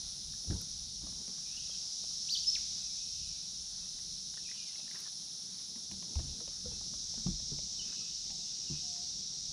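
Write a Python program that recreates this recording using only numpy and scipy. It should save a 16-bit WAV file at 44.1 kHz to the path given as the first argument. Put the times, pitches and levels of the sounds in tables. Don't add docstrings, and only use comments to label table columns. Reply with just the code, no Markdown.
import sys
import numpy as np
from scipy import signal
from scipy.fft import rfft, irfft
from scipy.io import wavfile
from scipy.ndimage import uniform_filter1d

SR = 44100
rng = np.random.default_rng(int(sys.argv[2]) if len(sys.argv) > 2 else 0)


def linear_from_db(decibels):
    return 10 ** (np.asarray(decibels, float) / 20)


def dump_mix(stems):
    frames = np.atleast_2d(stems).T
    limited = np.clip(frames, -1, 1)
    pcm = np.round(limited * 32767).astype(np.int16)
    wavfile.write(sys.argv[1], SR, pcm)


N = 419832


def in_time(rows):
    s, *columns = np.transpose(rows)
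    return [np.interp(np.arange(N) / SR, s, column) for column in columns]


def rms_one(x):
    return x / np.sqrt(np.mean(x ** 2) + 1e-20)


def noise():
    return rng.standard_normal(N)


def band(x, low_hz, high_hz):
    return signal.sosfilt(signal.butter(2, [low_hz, high_hz], "band", fs=SR, output="sos"), x)


def colour(x, points):
    hz, db = np.transpose(points)
    log_hz = np.log(np.arange(N // 2 + 1) * SR / N + 1)
    gain_db = np.interp(log_hz, np.log(hz), db, left=-90, right=-90)
    return rms_one(irfft(rfft(x) * linear_from_db(gain_db), N))


def drift(rate_hz):
    r = np.exp(-80 * np.pi * rate_hz / SR)
    slow = signal.lfilter([1], [1, -2 * r, r * r], rng.standard_normal(N // 40 + 2002))[2000:]
    return np.interp(np.arange(N) / 40, np.arange(len(slow)), rms_one(slow))


def ring(push, hz, t60_s):
    r, w = linear_from_db(-60 / (t60_s * SR)), 2 * np.pi * hz / SR
    return signal.lfilter([0, np.sin(w)], [1, -2 * r * np.cos(w), r * r], push + 1e-18)


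def add(out, s, sound):
    at = round(s * SR)
    out[at:at + len(sound)] += sound[:N - at]


def woods(x, t60_s):
    t = np.arange(SR) / SR
    tail = rng.standard_normal(SR) * linear_from_db(-60 * t / t60_s)
    tail *= 1 - np.exp(-t / 0.0073)
    return signal.fftconvolve(x, tail / np.sqrt(np.sum(tail ** 2)))[:N]


def hush():
    # pitch_hz, level_db (per Hz)
    hush_points = [(300, -36), (560, -5), (800, 3.5), (1000, -4), (1400, -1), (2000, -6), (2800, -22),
                   (4000, -32)]
    steady = colour(noise(), hush_points)
    low = signal.sosfiltfilt(signal.butter(2, 1200, fs=SR, output="sos"), steady)
    high = steady - low
    return linear_from_db(-74) * (low * linear_from_db(1.7 * drift(4.5)) + high * linear_from_db(2.1 * drift(2.7)))


def murmur():
    # time_s, level_db
    stir_curve = [(0, -63.5), (.4, -64), (.53, -44.5), (.74, -68), (1.14, -63), (1.4, -64.5), (3.9, -64.5),
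                  (4.5, -65.5), (4.98, -64.5), (5.43, -65), (6.0, -59), (6.31, -54), (6.5, -63),
                  (7.21, -60.5), (7.82, -60), (8.6, -63.5), (8.83, -59.5), (9.52, -62.5)]
    # pitch_hz, level_db (per Hz)
    murmur_points = [(70, -7), (100, -8.5), (180, 3), (220, -2.5), (290, -10.5), (420, -13), (600, -22),
                     (1000, -25.5)]
    level_db, = in_time(stir_curve)
    return colour(noise() * linear_from_db(1.97 * drift(17.5)), murmur_points) * linear_from_db(level_db)


def wind():
    # peak_s, length_s, level_db
    puffs = [(0, 0.43, -58.5), (0.29, 0.31, -56.5), (0.772, 0.56, -53.5), (1.07, 0.35, -56.5),
             (1.593, 0.73, -61), (2.48, 1, -61), (3.183, 0.61, -58), (3.595, 0.87, -68), (4.11, 0.99, -63),
             (6.286, 0.18, -50), (6.722, 0.34, -52), (6.94, 0.29, -63), (7.393, 0.73, -49.5),
             (7.848, 0.43, -65), (8.32, 0.6, -64), (8.8, 0.35, -60), (9.177, 0.48, -62),
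             (9.52, 0.35, -52.5)]
    # pitch_hz, level_db (per Hz)
    wind_points = [(18, -20), (32, 0.5), (50, -2), (70, -3.5), (100, -11.5), (160, -9), (300, -31)]
    t = np.arange(N) / SR
    strength = linear_from_db(-73.5) * np.ones(N)
    for peak_s, length_s, db in puffs:
        strength += linear_from_db(db) * np.exp(-(3 * (t - peak_s) / length_s) ** 2)
    return colour(noise(), wind_points) * strength * linear_from_db(1.5 * drift(6))


def far_song():
    # peak_s, level_db
    song_peaks = [(0, -68), (1.62, -60), (2.46, -66.5), (3.23, -62), (4.6, -57.5), (6.23, -72), (7.98, -59),
                  (8.52, -77), (8.75, -64)]
    rise_db_per_s, fall_db_per_s = 65, 36
    whistles, t = np.zeros(N), np.arange(SR // 25) / SR
    for s, pitch, glide in rng.random((1800, 3)):
        hz = 2500 + 800 * pitch + 40000 * (glide - .5) * (t - .02)
        add(whistles, s * N / SR, np.sin(2 * np.pi * np.cumsum(hz) / SR) * np.hanning(len(t)))
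    time = np.arange(N) / SR
    strength = linear_from_db(-81) * np.ones(N)
    for peak_s, db in song_peaks:
        slope = np.where(time < peak_s, rise_db_per_s, fall_db_per_s)
        strength += linear_from_db(db - slope * abs(time - peak_s))
    return rms_one(woods(whistles, 0.42)) * strength * linear_from_db(-3.0)


def whistle(notes, second_db, third_db):
    out = np.zeros(N)
    for note in notes:
        s, hz, db = np.transpose(note)
        t = np.arange(s[0], s[-1], 1 / SR)
        glide_hz = uniform_filter1d(np.interp(t, s, hz), size=130)
        turn = 2 * np.pi * np.cumsum(glide_hz) / SR
        level_db = np.interp(t, s, db)
        overtone_gain = linear_from_db(.6 * (level_db + 32))
        overtones = linear_from_db(second_db) * np.sin(2 * turn) + linear_from_db(third_db) * np.sin(3 * turn)
        tone = np.sqrt(2) * (np.sin(turn) + overtone_gain * overtones)
        add(out, s[0], tone * linear_from_db(level_db) * signal.windows.tukey(len(t), .1))
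    return out


def far_birds():
    # start_s, length_s, from_hz, to_hz, level_db
    far_calls = [(1.453, .055, 2480, 2340, -66), (1.523, 0.044, 2660, 2740, -62),
                 (1.566, .034, 2750, 3130, -53.5), (1.59, .025, 3080, 3550, -55),
                 (1.74, 0.033, 3150, 3250, -58), (1.704, 0.028, 3240, 3250, -53),
                 (2.8, .1, 2610, 2560, -67), (2.947, 0.18, 2550, 2540, -70), (2.887, .07, 2380, 2340, -72),
                 (3.223, .1, 2620, 2560, -68), (3.28, .14, 2334, 2320, -74), (3.8, .12, 2600, 2690, -72),
                 (6.295, 0.079, 2600, 2600, -70), (6.71, 0.076, 2630, 2610, -70),
                 (4.448, 0.037, 2760, 2220, -60), (4.476, 0.02, 2280, 2620, -58),
                 (4.495, 0.036, 2620, 2300, -59), (4.553, .02, 3230, 2780, -53),
                 (4.57, .04, 2800, 2800, -61), (4.575, 0.11, 2500, 2330, -61.5),
                 (4.67, 0.067, 2200, 1930, -68), (7.787, 0.029, 3190, 2800, -50.5),
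                 (7.817, 0.037, 2910, 3180, -51), (7.847, .025, 2830, 2350, -58),
                 (7.946, 0.16, 2610, 2720, -67), (8.315, .05, 770, 740, -63), (8.387, .06, 724, 720, -68),
                 (8.0, 0.044, 1280, 1250, -70), (8.491, .04, 2860, 2710, -65),
                 (8.673, 0.031, 2870, 2720, -58), (8.713, 0.034, 2820, 2370, -61)]
    shape = (0, -8), (.18, 0), (.65, 0), (1, -14)
    notes = []
    for s, length_s, from_hz, to_hz, db in far_calls:
        notes.append([(s + k * length_s, from_hz + k * (to_hz - from_hz), db + g) for k, g in shape])
    far = whistle(notes, -42, -50)
    return .6 * far * linear_from_db(2 * drift(50) + 3 * drift(150)) + linear_from_db(-10) * woods(far, .4)


def far_dove():
    # time_s, pitch_hz, level_db
    coo_notes = [
        [(8.815, 735, -80), (8.84, 740, -68), (8.9, 708, -66.5), (9.0, 702, -63), (9.04, 734, -68),
         (9.09, 715, -80)],
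    ]
    return whistle(coo_notes, -40, -60) * linear_from_db(1.5 * drift(30))


def near_bird():
    # time_s, pitch_hz, level_db
    phrase = [
        [(2.275, 2003, -82), (2.29, 2720, -48), (2.299, 3850, -39), (2.315, 4550, -36), (2.328, 4780, -33.5),
         (2.342, 4400, -34), (2.355, 3200, -38.5), (2.364, 2880, -44)],
        [(2.361, 2900, -43), (2.372, 3710, -34), (2.379, 5050, -37), (2.385, 4600, -39), (2.39, 4020, -37),
         (2.396, 3950, -60)],
        [(2.443, 2600, -62), (2.447, 2900, -50), (2.451, 3600, -52), (2.456, 4600, -60)],
        [(2.452, 4820, -55), (2.465, 5120, -39), (2.48, 5256, -27.5), (2.498, 5276, -31.5), (2.51, 5130, -55)],
        [(2.487, 5280, -50), (2.495, 5400, -35), (2.503, 5750, -33), (2.507, 5900, -60)],
        [(2.546, 5050, -64), (2.55, 4310, -32.5), (2.555, 2834, -42.5), (2.562, 2330, -46.5),
         (2.574, 1500, -65)],
    ]
    near = whistle(phrase, -36, -30) * linear_from_db(1.5 * drift(90))
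    return near + linear_from_db(-7) * woods(near, .8) + linear_from_db(-25) * np.roll(near, round(0.022 * SR))


def rubs():
    # start_s, end_s, level_db
    strokes = [
        (4.505, 4.59, -70),
        (4.838, 5.12, -64),
        (5.35, 5.814, -72),
        (7.84, 8.004, -64),
    ]
    grains = rms_one(band(noise() * linear_from_db(2.5 * drift(60)), 900, 2600))
    strength = np.zeros(N)
    for start_s, end_s, db in strokes:
        add(strength, start_s, linear_from_db(db) * np.hanning(round((end_s - start_s) * SR)))
    return grains * strength


def snaps():
    # start_s, peak_db
    snap_times = [(0.6136, -52), (2.582, -63), (4.9119, -66), (4.9571, -68), (4.9875, -62), (5.0025, -53),
                  (5.914, -65), (7.8775, -70)]
    out, t = np.zeros(N), np.arange(1500) / SR
    for s, db in snap_times:
        crack = rng.standard_normal(len(t)) * linear_from_db(-60 * t / .02)
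        add(out, s, linear_from_db(db + 5.5) * signal.lfilter([1, 0, -.8], [1, -.2], crack))
    return out


def tick(hz, dull_db, bright_db):
    t = np.arange(3000) / SR
    scratch = rng.standard_normal(len(t)) * linear_from_db(-60 * t / 0.028)
    scratch[0] = 4.0
    tone = ring(scratch, hz, t60_s=.0155)
    dull, bright = band(scratch, 400, 1300), band(scratch, 1300, 3300)
    sound = np.zeros(len(t))
    for part, db in (tone, 0), (dull, dull_db), (bright, bright_db):
        sound += linear_from_db(db) * part / np.abs(part).max()
    return sound


def tackle():
    # start_s, peak_db, pitch_hz, bright_click_db
    knocks = [(0.445, -52, 770, -5), (0.504, -37, 708, -2), (1.069, -41.5, 746, -4), (1.278, -42, 620, 3),
              (1.695, -46, 660, -25), (2.038, -43, 815, -23), (4.792, -50, 760, -15), (5.759, -46, 870, 8),
              (5.913, -44, 940, 9), (6.027, -42.5, 1010, 6), (6.155, -40, 930, 6), (6.191, -35, 640, 0),
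              (6.404, -42, 714, -21), (6.477, -39, 630, 0), (6.812, -46, 915, -19),
              (6.936, -41.5, 624, -11), (7.14, -41.5, 730, 3), (7.267, -36, 780, -2), (7.4, -43.5, 694, 4),
              (7.588, -38.5, 630, 2.5), (8.303, -47.5, 895, 10), (8.961, -49, 1000, 9),
              (0.561, -51, 1000, 3), (1.018, -52, 900, -5), (1.086, -53, 650, -10), (1.29, -49, 600, -12),
              (4.8, -50, 900, 7), (6.166, -46, 805, 6), (6.655, -50, 1310, -10), (6.714, -51, 900, -10)]
    # start_s, peak_db, pitch_hz, dull_click_db
    clinks = [(0.337, -44, 1730, -17), (0.506, -37, 1740, -10), (0.53, -43, 1500, -1),
              (0.607, -49, 1410, -8), (1.126, -53, 1220, 6), (1.38, -50, 1450, 0), (2.111, -55, 1330, 2),
              (3.856, -52, 1880, -11), (3.988, -44.5, 1920, -20), (4.34, -40.5, 1770, -7),
              (4.373, -37.5, 1770, -19), (4.489, -40, 1940, -23), (4.513, -33.5, 2000, -41),
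              (4.877, -41, 1860, -14), (4.911, -36.5, 2030, -24), (4.947, -42, 1720, -8),
              (4.956, -36, 1860, -11), (4.968, -41, 1740, -13), (4.989, -61, 1490, -5),
              (5.056, -41, 1750, -15), (5.064, -41, 1820, -13), (5.076, -44.5, 1700, 1),
              (7.177, -47, 1500, -1), (7.925, -46, 1550, -6), (0.617, -46, 1390, -11),
              (2.582, -45, 1500, -10), (4.757, -43, 2200, -11), (6.2, -46, 1850, -15)]
    out = np.zeros(N)
    for s, db, hz, bright_db in knocks:
        add(out, s, linear_from_db(db - 10.5) * tick(hz, 2.5, bright_db))
    for s, db, hz, dull_db in clinks:
        add(out, s, linear_from_db(db - 10.5) * tick(hz, dull_db, -12))
    return out + linear_from_db(-13) * woods(out, .12)


def thuds():
    # start_s, peak_db, plate_hz, t60_s
    footfalls = [(0.472, -36.5, 72.7, 0.19), (0.499, -23.5, 120, 0.062), (0.509, -30, 96.4, 0.22),
                 (0.511, -31.5, 298, 0.088), (0.541, -31.5, 73, 0.1), (1.026, -51, 175, 0.15),
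                 (1.035, -48, 295, 0.17), (1.082, -48, 111, .08), (1.12, -48, 200, 0.11),
                 (1.2, -52, 216, .08), (1.279, -48, 189.3, 0.22), (1.289, -51, 404, 0.073),
                 (3.826, -55, 179, 0.12), (5.76, -47, 228, 0.1), (5.915, -43, 193, 0.31),
                 (6.021, -48.5, 190, 0.43), (6.157, -27.5, 70.3, 0.17), (6.194, -35, 122, 0.093),
                 (6.223, -42, 65, 0.19), (6.411, -47, 476, 0.079), (6.479, -46, 70, 0.033),
                 (6.642, -46, 207, 0.2), (6.657, -39, 492, 0.11), (6.719, -48.5, 448, 0.055),
                 (7.175, -42, 217, 0.18), (7.261, -24.5, 162, 0.07), (7.284, -28, 188, 0.073),
                 (7.516, -44, 416, 0.087), (7.52, -36, 143, 0.079), (8.297, -50, 204, 0.12),
                 (8.699, -36, 190, .05), (8.71, -34, 148.7, 0.23), (6.245, -44.5, 238, 0.17)]
    # pitch_hz, level_db, t60_s
    hull_modes = [(40, -7, 0.52), (76.2, -1.5, 0.28), (143, -12, 0.52), (178, 0, 0.13), (230, 4, 0.12),
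                  (328, -2, 0.17), (476, -19, 0.088), (740, -36, .06)]
    out, t = np.zeros(N), np.arange(SR // 2) / SR
    for s, db, hz, t60_s in footfalls:
        push = np.zeros(len(t))
        contact = np.hanning(max(int(.45 * SR / hz), 8))
        push[:len(contact)] = contact / contact.sum()
        sound = ring(push, hz, t60_s + 0.01)
        for mode_hz, mode_db, mode_t60_s in hull_modes:
            share_db = mode_db - 10.5 + rng.normal(0, 3.5)
            sound += linear_from_db(share_db) * ring(push, mode_hz, mode_t60_s)
        sound *= np.exp(-t * hz / 0.5) - 1
        grit = rng.standard_normal(len(t)) ** 3 * linear_from_db(-60 * t / 0.29)
        rattle_db = -67 + 0.065 * (db + 53.0)
        rattle = linear_from_db(rattle_db) * band(grit, 250, 1100)
        add(out, s, linear_from_db(db) * sound / np.abs(sound).max() + rattle)
    return out


def click_train(per_s):
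    count = np.floor(np.cumsum(per_s / SR) + rng.random())
    return np.diff(count, prepend=0.).clip(0, 1)


def singers(body, level_db, flicker_db, count=24):
    clicks, waver = np.zeros(N), drift(30)
    for k in range(count):
        per_s = rng.uniform(140, 330) * (1 + .08 * np.roll(waver, k * N // count))
        clicks += click_train(per_s) * linear_from_db(rng.normal(0, 1.8)) * (-1) ** k
    clicks *= 1 + .5 * noise()
    heard = .5 * rms_one(clicks) + noise()
    return colour(heard, body) * linear_from_db(level_db + flicker_db * (drift(34) + 1.7 * drift(19)))


def chorus():
    # time_s, level_db
    swell_curve = [(0, -43.5), (1.1, -44), (1.75, -41.5), (2.46, -39), (3.15, -41.5), (3.5, -43.5),
                   (4.56, -43.5), (5.67, -45), (6.18, -43.5), (6.5, -44), (7.16, -41), (8.6, -41),
                   (8.93, -40), (9.23, -42), (9.52, -41)]
    # pitch_hz, level_db (per Hz)
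    high_body = [(3000, -36), (4300, -12), (5300, 0.5), (5750, 1), (6500, -7.5), (7100, -15.5), (8300, -24),
                 (9400, -24), (10300, -33), (11000, -39.5), (12800, -45), (14300, -46), (15000, -43),
                 (16000, -80)]
    # pitch_hz, level_db (per Hz)
    low_body = [(1500, -39), (2200, -22.5), (2800, -19.5), (3300, -8), (3800, 1), (4400, 0), (5000, -24),
                (6500, -32)]
    high_db, = in_time(swell_curve)
    late_swell = np.roll(high_db - high_db.mean(), round(.1 * SR))
    low_db = -53 + 0.7 * late_swell
    return singers(high_body, high_db, flicker_db=0.0) + singers(low_body, low_db, flicker_db=0.26)


def near_cicada():
    # time_s, level_db, unevenness (0-1), strong-weak beat (0-1)
    buzz_curve = [(0, -59.5, 0.7, 1), (.6, -60, 0.8, 1), (.9, -61, 0.6, 0), (2.1, -62, 0.3, 0),
                  (2.5, -63.5, .7, 0.3), (3.2, -63, 0.65, 0.16), (4.1, -60.5, 0.2, 0), (4.4, -62, 0.8, .8),
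                  (5.3, -60.5, 0.83, 1), (6.2, -63, 0.9, 0.9), (6.9, -64.5, 0.7, 0.3), (7.4, -75, .6, 0.4),
                  (9.52, -93.5, .8, 0.5)]
    # pitch_hz, width_hz, level_db
    body_rings = [(9630, 760, 6), (14300, 970, -13)]
    level_db, uneven, beat = in_time(buzz_curve)
    uneven = uneven.clip(0, 1)
    clicks_per_s = 319.8 - .3 * np.arange(N) / SR
    turn = 2 * np.pi * np.cumsum(clicks_per_s * (1 + .002 * drift(12))) / SR
    fading = linear_from_db(3 * drift(6))
    even = np.zeros(N)
    for k in [*range(27, 34), *range(42, 47)]:
        even += np.roll(fading, k * SR) * np.cos(k * turn)
    even = rms_one(even) * (1 - beat / 2 + beat * np.cos(turn / 2))
    drive = .48 * np.sqrt(1 - uneven) * even + np.sqrt(uneven) * noise()
    body = np.zeros(N)
    for hz, width_hz, db in body_rings:
        body += linear_from_db(db) * band(drive, hz - width_hz / 2, hz + width_hz / 2)
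    return rms_one(body) * linear_from_db(level_db + 0.67 * drift(15))


def scene():
    air = hush() + murmur() + wind()
    birds = far_song() + far_birds() + far_dove() + near_bird()
    boat = rubs() + snaps() + tackle() + thuds()
    insects = chorus() + near_cicada()
    return (air + birds + boat + insects)[None]


def low_pass(x):
    return signal.sosfilt(signal.butter(12, 15900, fs=SR, output="sos"), x)


def record(dry):
    heard = signal.sosfilt(signal.butter(2, 30, "high", fs=SR, output="sos"), dry)
    heard = signal.sosfilt(signal.cheby2(12, 38, 15000, fs=SR, output="sos"), heard)
    return low_pass(heard)


dry = scene()
out = record(dry)
dump_mix(out)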